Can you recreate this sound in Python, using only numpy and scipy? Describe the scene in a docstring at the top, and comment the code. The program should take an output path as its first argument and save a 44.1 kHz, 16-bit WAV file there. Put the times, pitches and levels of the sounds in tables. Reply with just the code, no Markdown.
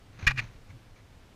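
"""A dog shoves a hollow hard-plastic ball over a lawn beside a house.
Light wind and handling rumble on the microphone from the start, and grass rustles under the ball.
Then teeth knock and skid on the shell twice in quick succession: the shell rings, the air inside
booms and the walls answer faintly. A softer boom follows, and the last tiny squeaks and rustles
fade into the wind."""
import sys
import numpy as np
from scipy import signal
from scipy.fft import rfft, irfft, next_fast_len
from scipy.io import wavfile
from scipy.ndimage import map_coordinates

SR = 44100
rng = np.random.default_rng(int(sys.argv[2]) if len(sys.argv) > 2 else 0)


def unload_audio(sound):
    """Save the sound as a 16-bit wav file, at the path given as the first command line argument."""
    columns = np.transpose(np.atleast_2d(sound))
    # keep every value between -1 and 1, then stretch to whole-number steps
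    steps = np.round(np.clip(columns, -1, 1) * 32767)
    wavfile.write(sys.argv[1], SR, steps.astype(np.int16))


N = 59535

# tone colour of the outdoor hiss: f/Hz, level/dB
HISS_COLOUR = [(120, -36), (200, -0.5), (326, -1.5), (377, -2.5), (477, -3), (615, -4.5), (778, -5.5),
               (1000, -8), (2190, -11.5), (2390, -11.5), (4590, -17), (5120, -18), (15200, -32.5)]
# tone colour of the wind and handling rumble: f/Hz, level/dB
RUMBLE_COLOUR = [(12, -27), (20, 5), (31, -1.5), (48, -7.5), (112, -5.5), (155, -15.5), (186, -13.5),
                 (211, -21), (300, -21.5), (390, -42), (660, -120)]
# how the rumble swells and sinks: t/s, level/dB
RUMBLE_SWELL = [(0, -53.5), (.15, -54.5), (.36, -45.5), (0.561, -52.5), (.88, -55), (1.15, -51),
                (1.35, -58.5)]
# how long the walls echo (t60 is the time to fade by 60 dB): f/Hz, t60/s
ECHO_FADE = [(200, 0.24), (2000, 0.26), (6000, 0.25), (12000, 0.6)]
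# ball and paws brushing the grass: t/s, length/s, level/dB
RUSTLES = [(0.124, 0.056, -61.5), (0.188, 0.0032, -46), (0.208, 0.054, -52.5), (0.216, 0.029, -55),
           (0.397, 0.049, -50.5), (0.465, 0.098, -63), (0.689, 0.017, -59.5), (0.957, 0.032, -62)]
# tone colour of the grass: f/Hz, level/dB
GRASS_COLOUR = [(200, 13), (600, 3), (1100, 7.5), (2300, 7.5), (3200, -2.5), (4100, 1.5), (5200, -9.5),
                (6400, -1.5), (7600, -27), (14000, -31)]
# air booming in the ball: t/s, level/dB, f/Hz, t60/s
BOOMS = [(0.119, -49.5, 113.6, 0.47), (0.227, -24.5, 94, 0.12), (.279, -30.5, 130.2, 0.49),
         (0.339, -36, 126.2, 0.17), (.378, -32.5, 113.2, 0.34), (0.428, -44.5, 114, 0.11),
         (0.694, -33, 95.6, .11), (0.729, -40.5, 118.2, 0.23)]
# faint squeaky rubs on the shell: t/s, length/s, level/dB
SQUEAKS = [(.412, .012, -47), (0.704, 0.0034, -52), (0.959, 0.0057, -60), (1.005, 0.0088, -63.5)]
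# the notes the shell rings at: f/Hz, level/dB, t60/s
SHELL_NOTES = [(1149, -24, .08), (1322, -25, .06), (1609, -17, .06), (1751, -13, .06), (1890, -6, .05),
               (2397, -2, .045), (2529, -11, .045), (2739, -11, .045), (3290, -21, .025), (4200, -20, .03),
               (4625, -21, .03), (5340, -21, .02), (5700, -24, .02), (6760, -24, .02)]
# tone colour of teeth on plastic: f/Hz, level/dB
TOOTH_COLOUR = [(200, -14.5), (550, -15.5), (900, -10.5), (1250, -6), (1550, 1.5), (1850, 4), (2150, -2.5),
                (2400, 3), (2750, -0.5), (3100, -12.5), (4400, -11), (5500, -18), (6600, -20),
                (7800, -32.5), (12500, -38), (15500, -58)]
# teeth skidding on the shell: t/s, length/s, level/dB, brightness/(dB per octave), midrange boost/dB
SKIDS = [(0.2677, 0.013, -21.5, 3.5, 5.5), (.276, 0.0069, -24.5, 2.5, -3), (0.284, 0.016, -32, 0, 3.5),
         (0.3, 0.019, -32, -1, 7.5), (0.307, 0.0039, -40.5, 7.5, 7), (0.359, 0.016, -48.5, 2, 6),
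         (0.372, 0.0037, -39, 2, -2), (0.3756, .027, -30, 0, -4), (0.389, 0.0085, -28.5, -0.5, -15)]
# teeth striking the shell: t/s, level/dB
KNOCKS = [(0.1926, -53.5), (0.2248, -53), (0.2665, -20), (0.275, -15.5), (0.3104, -35), (0.3782, -46),
          (0.3892, -37)]

RUB_ATTACK_S, RUB_T60_S = 0.00078, 0.021  # for both squeaks and skids


def amp(db):
    """Turn decibels into a gain to multiply by."""
    return 10 ** (np.asarray(db) / 20)


def unit(x):
    """Scale a sound to an average (rms) strength of 1."""
    return x / np.sqrt(np.mean(x ** 2) + 1e-20)


def along(points, hz):
    """Read between (Hz, value) points, with octaves evenly spaced."""
    f, v = np.transpose(points)
    return np.interp(np.log(hz + 1), np.log(f + 1), v)


def since(start):
    """Seconds since the start, zero before it."""
    return np.maximum(np.arange(N) / SR - start, 0)


def filtered(x, response):
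    """Turn each frequency up or down by the gain response(hz)."""
    size = next_fast_len(N + SR // 2)
    return irfft(rfft(x, size) * response(np.fft.rfftfreq(size, 1 / SR)), size)[:N]


def resonance(hz, centre, width):
    """A gain that peaks at one frequency."""
    return 1 / (1 + (2 * (hz - centre) / width) ** 2)


def coloured(x, colour, tilt_db=0, mid_db=0, mid_hz=910, mid_octaves=0.33):
    """Give a sound a tone colour, a tilt per octave and a midrange boost, at strength 1."""
    def response(hz):
        octave = np.log2((hz + 1) / mid_hz)
        boost_db = mid_db * np.exp(-(octave / mid_octaves) ** 2)
        return amp(along(colour, hz) + tilt_db * octave + boost_db)
    return unit(filtered(x, response))


def clicks(per_s):
    """Tiny clicks at random times."""
    return np.sign(rng.standard_normal(N)) * (rng.random(N) < per_s / SR)


def wobble(per_s):
    """A smooth curve through per_s random values a second."""
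    points = rng.standard_normal(int(N * per_s / SR) + 4)
    return map_coordinates(points, [np.arange(N) * per_s / SR])


def stroke(start, length, attack_s, t60_s):
    """A loudness shape that rises, holds, then fades."""
    return (1 - np.exp(-since(start) / attack_s)) * amp(-60 * since(start + length) / t60_s)


def wind(hiss_db=-60.5, rumble_db=-0.5):
    """Faint outdoor hiss lies over an uneven rumble of wind and handling."""
    hiss = amp(hiss_db + 0.35 * wobble(per_s=5.17)) * coloured(rng.standard_normal(N), HISS_COLOUR)
    swell_db = np.interp(np.arange(N) / SR, *np.transpose(RUMBLE_SWELL)) + wobble(per_s=13.2)
    rumble = amp(rumble_db + swell_db) * coloured(rng.standard_normal(N), RUMBLE_COLOUR)
    return hiss + rumble


def wall_echo(x, level_db=-29.5, delay_s=0.03):
    """The house walls send back a faint, short echo."""
    hz, t, noise = signal.stft(rng.standard_normal(SR // 2), SR, nperseg=256)
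    fade = amp(-60 * t / along(ECHO_FADE, hz)[:, None])
    tail = signal.istft(noise * fade, SR, nperseg=256)[1]
    delayed = np.pad(x, (int(delay_s * SR), 0))
    return amp(level_db) * signal.fftconvolve(delayed, tail / np.linalg.norm(tail))[:N]


def grass():
    """Blades crackle as the ball and paws slide over them."""
    pressure = sum(amp(db) * stroke(start, length, attack_s=0.002, t60_s=0.13)
                   for start, length, db in RUSTLES)
    return pressure * coloured(clicks(per_s=3000), GRASS_COLOUR)


def thud(at_s=0.272, level_db=-16, width_s=0.0023):
    """One low push comes with the hardest knock, then a softer rebound."""
    t = np.arange(N) / SR - at_s
    push = np.exp(-(t / width_s) ** 2)
    rebound = amp(-8) * np.exp(-((t - 0.021) / 0.0045) ** 2)  # 21 ms later, about twice as long
    return amp(level_db) * (rebound - push)


def booms(overtone_ratio=1.7, overtone_db=-17):
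    """The air in the hollow ball hums low after each shove."""
    out = np.zeros(N)
    for start, db, hz, t60 in BOOMS:
        phase = 2 * np.pi * hz * since(start)
        hum = np.sin(phase) + amp(overtone_db) * np.sin(overtone_ratio * phase)
        out += amp(db) * stroke(start, 0, attack_s=0.0036, t60_s=t60) * hum
    return out


def squeaks(pitch_hz=2256, width_hz=270):
    """A light rub makes the shell sound only around one pitch."""
    tone = unit(filtered(rng.standard_normal(N), lambda hz: resonance(hz, pitch_hz, width_hz)))
    return tone * sum(amp(db) * stroke(start, length, RUB_ATTACK_S, RUB_T60_S)
                      for start, length, db in SQUEAKS)


def skids(ring_db=0.5, width_hz=67):
    """Teeth slip in many tiny jerks, so the shell rasps, most strongly at its own notes."""
    def shell_response(hz):
        peaks = sum(amp(db / 2) * resonance(hz, note_hz, width_hz) for note_hz, db, _ in SHELL_NOTES)
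        return 1 + amp(ring_db) * peaks
    slips = filtered(clicks(per_s=9000), shell_response)
    out = np.zeros(N)
    for start, length, db, tilt_db, mid_db in SKIDS:
        shifted = np.roll(slips, rng.integers(N))  # each skid gets its own stretch of slips
        rasp = coloured(shifted, TOOTH_COLOUR, tilt_db, mid_db)
        out += amp(db) * stroke(start, length, RUB_ATTACK_S, RUB_T60_S) * rasp
    return out


def knocks(contact_s=0.0008, ring_db=1, scatter_db=4, crack_db=-9.5, crack_t60_s=0.05):
    """Each tooth hit makes a sharp crack and sets the shell's notes ringing."""
    out = np.zeros(N)
    for start, db in KNOCKS:
        t = since(start)
        ring = np.zeros(N)
        for k, (hz, note_db, t60) in enumerate(SHELL_NOTES):
            struck_db = note_db + scatter_db * rng.standard_normal()
            direction = (-1) ** k  # neighbouring notes start by swinging opposite ways
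            ring += direction * amp(struck_db - 60 * t / t60) * np.sin(2 * np.pi * hz * t)
        noise = coloured(rng.standard_normal(N), TOOTH_COLOUR, tilt_db=0.5)
        crack = noise * amp(crack_db - 60 * t / crack_t60_s)
        rise = 1 - np.exp(-t / contact_s)
        out += amp(db) * rise * (amp(ring_db) * ring + crack)
    return out


def scene():
    """Add all the sounds into one channel; only the shell's sounds get an echo."""
    shell = knocks() + skids() + squeaks()
    return (shell + wall_echo(shell) + booms() + thud() + grass() + wind())[None]


def record(dry):
    """Cut off the very highest treble."""
    top_hz = 15337
    return filtered(dry[0], lambda hz: hz < top_hz)[None]


dry = scene()
out = record(dry)
unload_audio(out)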